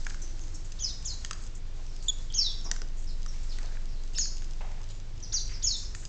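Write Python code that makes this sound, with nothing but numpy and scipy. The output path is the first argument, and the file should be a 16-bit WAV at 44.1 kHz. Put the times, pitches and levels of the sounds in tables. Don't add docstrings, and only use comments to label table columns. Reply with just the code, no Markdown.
import sys
import numpy as np
from scipy import signal
from scipy.fft import rfft, irfft
from scipy.io import wavfile
from scipy.ndimage import uniform_filter1d

SR = 44100
rng = np.random.default_rng(int(sys.argv[2]) if len(sys.argv) > 2 else 0)


def dump(signal):
    limited = np.clip(np.atleast_2d(signal).T, -1, 1)
    pcm = np.round(limited * 32767).astype(np.int16)
    wavfile.write(sys.argv[1], SR, pcm)


N = 268128
T = np.arange(N) / SR

# delay/s, relative level/dB
CAGE_ECHOES = [(.00132, -28.5), (.0047, -8.5), (.0083, -6.5)]
# f/Hz, relative density/dB
AIR_SPECTRUM = [(22, -21.5), (38, -4), (56, -14), (75, -11), (134, -18.5), (232, -29), (350, -29.5),
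                (420, -33), (1200, -42.5), (3770, -42.5), (6100, -49), (7490, -61), (8400, -64.5),
                (9000, -78.5), (11700, -101), (19800, -120)]
# t/s, level/dB
THROB_LEVELS = [(0.0, -29.5), (0.12, -31), (0.9, -36), (3.06, -29.5), (4.54, -30), (5.32, -37), (5.33, -31),
                (6.08, -37.5)]
# multiple of the throb rate, relative level/dB
THROB_PARTIALS = [(1, 5), (1.902, -15.5)]
# t/s, length/s, centre/Hz, width/Hz, level/dB
RUMBLE_SWELLS = [(0, 0.79, 311, 68, -59.5), (0.681, 0.61, 49.7, 5, -42.5),
                 (4.683, 0.77, 101.2, 13.4, -48.5), (5.207, 1, 45.7, 6.6, -42)]
# t/s, relative level/dB
ACTIVITY = [(0.0, -65.5), (0.34, -71), (0.66, -71.5), (0.98, -69.5), (1.3, -68), (1.61, -79), (1.81, -72),
            (1.96, -72.5), (2.57, -70), (2.81, -80), (3.33, -71), (3.57, -69), (3.94, -75.5), (4.18, -74.5),
            (4.27, -71.5), (5.18, -77.5), (5.52, -69.5), (6.08, -74.5)]
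# f/Hz, relative density/dB
RUSTLE_SPECTRUM = [(1500, -4), (3000, -12), (4500, -1.5), (6800, -1), (7800, -3), (9000, -22)]
# t/s, t60/s, centre/Hz, level/dB
SEED_SCUFFS = [(.071, 1, 1520, -61.5), (1.312, 0.82, 1350, -55.5), (1.79, 0.16, 810, -57),
               (2.649, 0.73, 860, -50.5), (2.649, 0.44, 220, -48.5), (2.815, 0.082, 298, -42),
               (3.331, 0.9, 2320, -59), (3.517, .33, 4060, -49.5), (3.586, 1, 1530, -56),
               (3.62, 1, 600, -55.5), (3.72, 0.26, 1700, -54.5), (4.606, 0.74, 720, -47),
               (4.607, 1, 2120, -54.5), (4.8, .17, 1000, -52), (4.899, 0.2, 4100, -52),
               (5.328, 0.27, 1590, -51.5), (5.49, 0.71, 1970, -51), (6.024, 0.092, 1700, -50.5)]
# t/s, t60/s, level/dB
FEATHER_FLICKS = [(.217, .15, -46), (0.404, .15, -56), (.542, 0.24, -48), (0.644, 0.37, -54.5),
                  (1.42, 0.24, -48), (1.55, 0.1, -43.5), (2.023, 0.56, -51.5), (2.967, 0.71, -53),
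                  (3.43, 0.15, -51), (4.142, 0.51, -49.5), (5.764, .17, -45.5), (5.946, 1, -48.5)]
# f/Hz, t60/s, relative level/dB
HUSK_MODES = [(2805, 0.0048, -4), (3650, 0.0052, -7), (3970, 0.021, -14), (4970, 0.011, -2.5),
              (6200, 0.0099, 0), (7080, 0.0017, 7), (7880, 0.005, -1)]
# multiple of the knock pitch, t60/s, relative level/dB
BEAK_MODES = [(.56, 0.0049, -1), (0.798, 0.02, 0), (1.002, 0.018, 5.5), (1.399, 0.013, 1)]
# t/s, knock pitch/Hz, knock level/dB, snap level/dB
SEED_CRACKS = [(0.0665, 1680, -26.5, -29.5), (0.1068, 1720, -39, -49), (.1445, 1490, -38, -38),
               (0.721, 1720, -49, -34.5), (1.248, 1720, -32, -23.5), (1.3103, 1290, -28.5, -21.5),
               (1.331, 1540, -38, -28.5), (2.714, 1805, -25, -14), (2.7628, 1623, -37, -35),
               (2.8177, 1490, -36.5, -29), (3.262, 1280, -40, -33), (3.586, 1830, -35, -32),
               (3.77, 1700, -40.5, -48.5), (4.1846, 1820, -30.5, -19.5), (4.257, 1750, -42.5, -47),
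               (4.421, 1700, -44, -37.5), (5.9489, 1730, -33.5, -32.5), (6.052, 1700, -50, -29.5)]
# t/s, length/s, start pitch/Hz, level/dB
PEEP_CALLS = [(0.217, 0.028, 6400, -48.5), (.409, 0.01, 6980, -47), (0.542, 0.018, 6200, -48),
              (1.842, 0.36, 5940, -64.5), (2.301, 0.011, 3300, -50.5), (2.639, 0.036, 6810, -48),
              (3.069, 0.049, 5800, -53.5), (3.279, 0.023, 6280, -45.5), (3.49, 0.059, 5600, -53.5),
              (3.641, 0.04, 4900, -59), (3.874, 0.14, 5790, -62), (4.879, 0.035, 5050, -57),
              (4.901, 0.011, 7400, -50), (5.226, 0.033, 6070, -42.5), (5.521, 0.051, 6500, -47),
              (5.781, .06, 7200, -48), (5.831, 0.037, 6400, -47.5)]
# t/s, length/s, start pitch/Hz, end pitch/Hz, level/dB
SQUEAK_NOTES = [(2.082, 0.009, 3274, 3860, -22), (2.0887, 0.018, 3485, 3350, -23)]
# t/s, time to slide/s, slide/s, top/Hz, end/Hz, level/dB, pre-slide gain/dB, slide fade/dB
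CHIRP_CALLS = [(0.79, 0.031, 0.1, 6765, 3586, -33, -8, -19),
               (1.045, 0.013, 0.07, 7230, 3945, -31, -5, -17.5),
               (2.336, .025, .153, 6650, 3358, -27, -8, -20.5),
               (4.148, 0.024, 0.039, 5355, 4080, -38, 0, -10),
               (4.175, .018, 0.079, 6990, 4130, -28, -1, -20.5),
               (5.323, 0.015, 0.072, 6834, 3520, -25, -6, -22.5),
               (5.624, .022, 0.12, 6930, 3500, -25.5, -4, -20.5)]


def undb(db):
    return 10 ** (np.asarray(db) / 20)


def unit(x):
    return x / np.sqrt(np.mean(x ** 2))


def decay(t, t60_s):
    return np.exp(-np.log(1000) * t / t60_s)


def curve(rows):
    times_s, values = np.transpose(rows)
    return np.interp(T, times_s, values)


def walk(rate_hz):
    span = int(SR / rate_hz)
    return unit(uniform_filter1d(uniform_filter1d(rng.standard_normal(N), span), span))


def add(out, start_s, x):
    i = int(start_s * SR)
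    out[i:i + len(x)] += x[:max(N - i, 0)]


def coloured_noise(spectrum):
    hz, db = np.transpose(spectrum)
    bins_hz = np.maximum(np.fft.rfftfreq(N, 1 / SR), 1)
    gain = undb(np.interp(np.log(bins_hz), np.log(hz), db))
    return unit(irfft(rfft(rng.standard_normal(N)) * gain, N))


def band_noise(size, hz, width_hz):
    b, a = signal.iirpeak(hz, hz / width_hz, fs=SR)
    return unit(signal.lfilter(b, a, signal.lfilter(b, a, rng.standard_normal(size))))


def friction(t60_s, hz, width_hz, attack_s=0.0012):
    t = T[:SR // 2]
    return band_noise(len(t), hz, width_hz) * (1 - np.exp(-t / attack_s)) * decay(t, t60_s)


def strike(force, modes, detune):
    t = T[:len(force)]
    hz, t60_s, db = np.transpose(modes)
    tuned_hz = hz * (1 + detune * rng.uniform(-0.96, 1, len(hz)))
    gains = undb(db) * (-1) ** np.arange(len(hz))
    ring = gains @ (np.sin(2 * np.pi * np.outer(tuned_hz, t)) * decay(t, t60_s[:, None]))
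    sound = signal.fftconvolve(force, ring)[:len(t)]
    return sound / np.abs(sound).max()


def room(x, t60_s=0.46, first_s=0.0046, build_s=0.0038):
    t = T[:SR * 3 // 4]
    build = np.clip((t - first_s) / build_s, 0, 1)
    tail = rng.standard_normal(len(t)) * build * decay(t, t60_s)
    return signal.fftconvolve(x, tail / np.linalg.norm(tail))[:N]


def cage(x):
    return x + sum(undb(db) * np.interp(T - delay_s, T, x, left=0) for delay_s, db in CAGE_ECHOES)


def fan(throb_hz=21.9, hum_hz=69, hum_db=-66, air_db=-45.5, drift=0.0113, flutter_db=0.5, waver_db=5):
    rad_per_hz = 2 * np.pi * np.cumsum(1 + drift * walk(4.9)) / SR
    throb = unit(sum(undb(db) * np.sin(k * throb_hz * rad_per_hz) for k, db in THROB_PARTIALS))
    hum = unit(np.sin(hum_hz * rad_per_hz) * undb(waver_db * walk(1.9)))
    air = coloured_noise(AIR_SPECTRUM)
    throb_db = curve(THROB_LEVELS) + flutter_db * walk(11)
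    return throb * undb(throb_db) + hum * undb(hum_db) + air * undb(air_db)


def rumbles():
    out = np.zeros(N)
    for start_s, length_s, hz, width_hz, db in RUMBLE_SWELLS:
        size = int(length_s * SR)
        add(out, start_s, undb(db) * band_noise(size, hz, width_hz) * np.sqrt(np.hanning(size)))
    return out


def rustle(gain_db=14, flutter_db=1.2):
    return coloured_noise(RUSTLE_SPECTRUM) * undb(curve(ACTIVITY) + gain_db + flutter_db * walk(32))


def scuffs(relative_width=0.82, grain_db=2.0):
    out = np.zeros(N)
    for start_s, t60_s, hz, db in SEED_SCUFFS:
        add(out, start_s, undb(db) * friction(t60_s, hz, relative_width * hz))
    for start_s, t60_s, db in FEATHER_FLICKS:
        add(out, start_s, undb(db) * friction(t60_s, hz=7010, width_hz=2000))
    return out * unit(undb(grain_db * walk(150)))


def nibbles(rate_hz=11, gain_db=31, range_db=5):
    out, blow = np.zeros(N), signal.unit_impulse(SR // 50)
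    for when, size in rng.random((int(rate_hz * T[-1]), 2)):
        tick = strike(blow, HUSK_MODES, detune=0.05)
        add(out, when * T[-1], undb(gain_db + range_db * size) * tick)
    return out * undb(curve(ACTIVITY))


def cracks(splinter_db=-19, splinter_s=0.0024):
    out, t = np.zeros(N), T[:SR // 25]
    blow = signal.unit_impulse(len(t))
    for start_s, knock_hz, knock_db, snap_db in SEED_CRACKS:
        splinters = undb(splinter_db) * rng.standard_normal(len(t)) * np.exp(-t / splinter_s)
        beak = [(multiple * knock_hz, t60_s, db) for multiple, t60_s, db in BEAK_MODES]
        add(out, start_s, undb(knock_db) * strike(blow, beak, detune=0.068))
        add(out, start_s, undb(snap_db) * strike(blow + splinters, HUSK_MODES, detune=0.084))
    return out


def peeps(fall_oct_per_s=13.0, max_fall_oct=0.71, waver=0.05, flutter_db=5.0):
    out, wobble, flutter = np.zeros(N), 1 + waver * walk(600), undb(flutter_db * walk(350))
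    for start_s, length_s, start_hz, db in PEEP_CALLS:
        progress = np.linspace(0, 1, int(length_s * SR))
        fall_oct = min(fall_oct_per_s * length_s, max_fall_oct)
        hz = start_hz * 2 ** (-fall_oct * progress) * wobble[int(start_s * SR):][:len(progress)]
        envelope = np.sqrt(np.minimum(1, 8 * progress) * (1 - progress))
        add(out, start_s, undb(db) * np.sqrt(2) * envelope * np.sin(2 * np.pi * np.cumsum(hz) / SR))
    return out * flutter


def squeak(second_db=-2, third_db=-30, attack_share=0.25, release_share=0.31):
    out = np.zeros(N)
    for start_s, length_s, start_hz, end_hz, db in SQUEAK_NOTES:
        progress = np.linspace(0, 1, int(length_s * SR))
        phase = 2 * np.pi * np.cumsum(start_hz + (end_hz - start_hz) * progress) / SR
        tone = np.sin(phase) + undb(second_db) * np.sin(2 * phase) + undb(third_db) * np.sin(3 * phase)
        envelope = np.clip(np.minimum(progress / attack_share, (1 - progress) / release_share), 0, 1)
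        add(out, start_s, undb(db) * tone * envelope)
    return out


def chirps(waver=0.018, flutter_db=3.5, rasp_rad=0.0425, fundamental_db=-46.5, third_db=-42):
    leap_s, leap_from, onset_db = 0.012, 0.53, -9
    edge_s, swell_s = 0.003, 0.0021
    step_hz, step_depth, step_dip_db = 50.3, 0.8, -2.5
    bend, even_fade_s = 2.05, 0.086
    out, wobble, flicker_db = np.zeros(N), 1 + waver * walk(380), flutter_db * walk(150)
    jitter_rad = rasp_rad * walk(1400)
    longest_s = max(row[2] for row in CHIRP_CALLS)
    for start_s, hold_s, slide_s, top_hz, end_hz, level_db, soft_db, fade_db in CHIRP_CALLS:
        end_s = start_s + hold_s + slide_s
        gate = np.clip(1 + np.minimum(T - start_s, end_s - T) / edge_s, 0, 1)
        live = gate > 0
        t = T[live] - start_s
        leap_left = np.clip(1 - t / leap_s, 0, 1) ** 2
        progress = np.clip((t - hold_s) / slide_s, 0, 1)
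        slide_rad = 2 * np.pi * step_hz * slide_s
        stepped = progress + step_depth * np.sin(slide_rad * progress) / slide_rad
        fallen = np.expm1(-bend * stepped) / np.expm1(-bend)
        hz = (top_hz + (end_hz - top_hz) * fallen) * (1 - (1 - leap_from) * leap_left)
        db = level_db + onset_db * leap_left + flicker_db[live]
        db += soft_db * np.clip(1 - (t - hold_s) / swell_s, 0, 1)
        db += fade_db * progress ** (slide_s / even_fade_s)
        db += step_dip_db * np.cos(slide_rad * progress) * np.clip(step_hz * (t - hold_s), 0, 1)
        phase = np.pi * np.cumsum(hz * wobble[live]) / SR + jitter_rad[live]
        whistle = undb(db) * (np.sin(2 * phase) + undb(third_db) * np.sin(3 * phase))
        leak = undb(fundamental_db) * slide_s / longest_s * (hz / top_hz) ** 5.1
        out[live] += np.sqrt(2) * gate[live] * (whistle + leak * np.sin(phase))
    return out


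def scene():
    calls, near, far, seeds = chirps(), squeak(), peeps(), cracks() + nibbles()
    direct = undb(-0.54) * cage(calls) + undb(0.5) * near + cage(far) + undb(1) * seeds
    walls = room(undb(-3) * calls + undb(-17.5) * near + undb(-0.5) * far + undb(-11) * seeds)
    return (direct + walls + scuffs() + rustle() + rumbles() + fan())[None]


def record(dry, rolloff_hz=7900, cutoff_hz=8900):
    soft = signal.sosfilt(signal.butter(6, rolloff_hz, fs=SR, output="sos"), dry)
    return signal.sosfilt(signal.ellip(8, 0.2, 70, cutoff_hz, fs=SR, output="sos"), soft)


dry = scene()
out = record(dry)
dump(out)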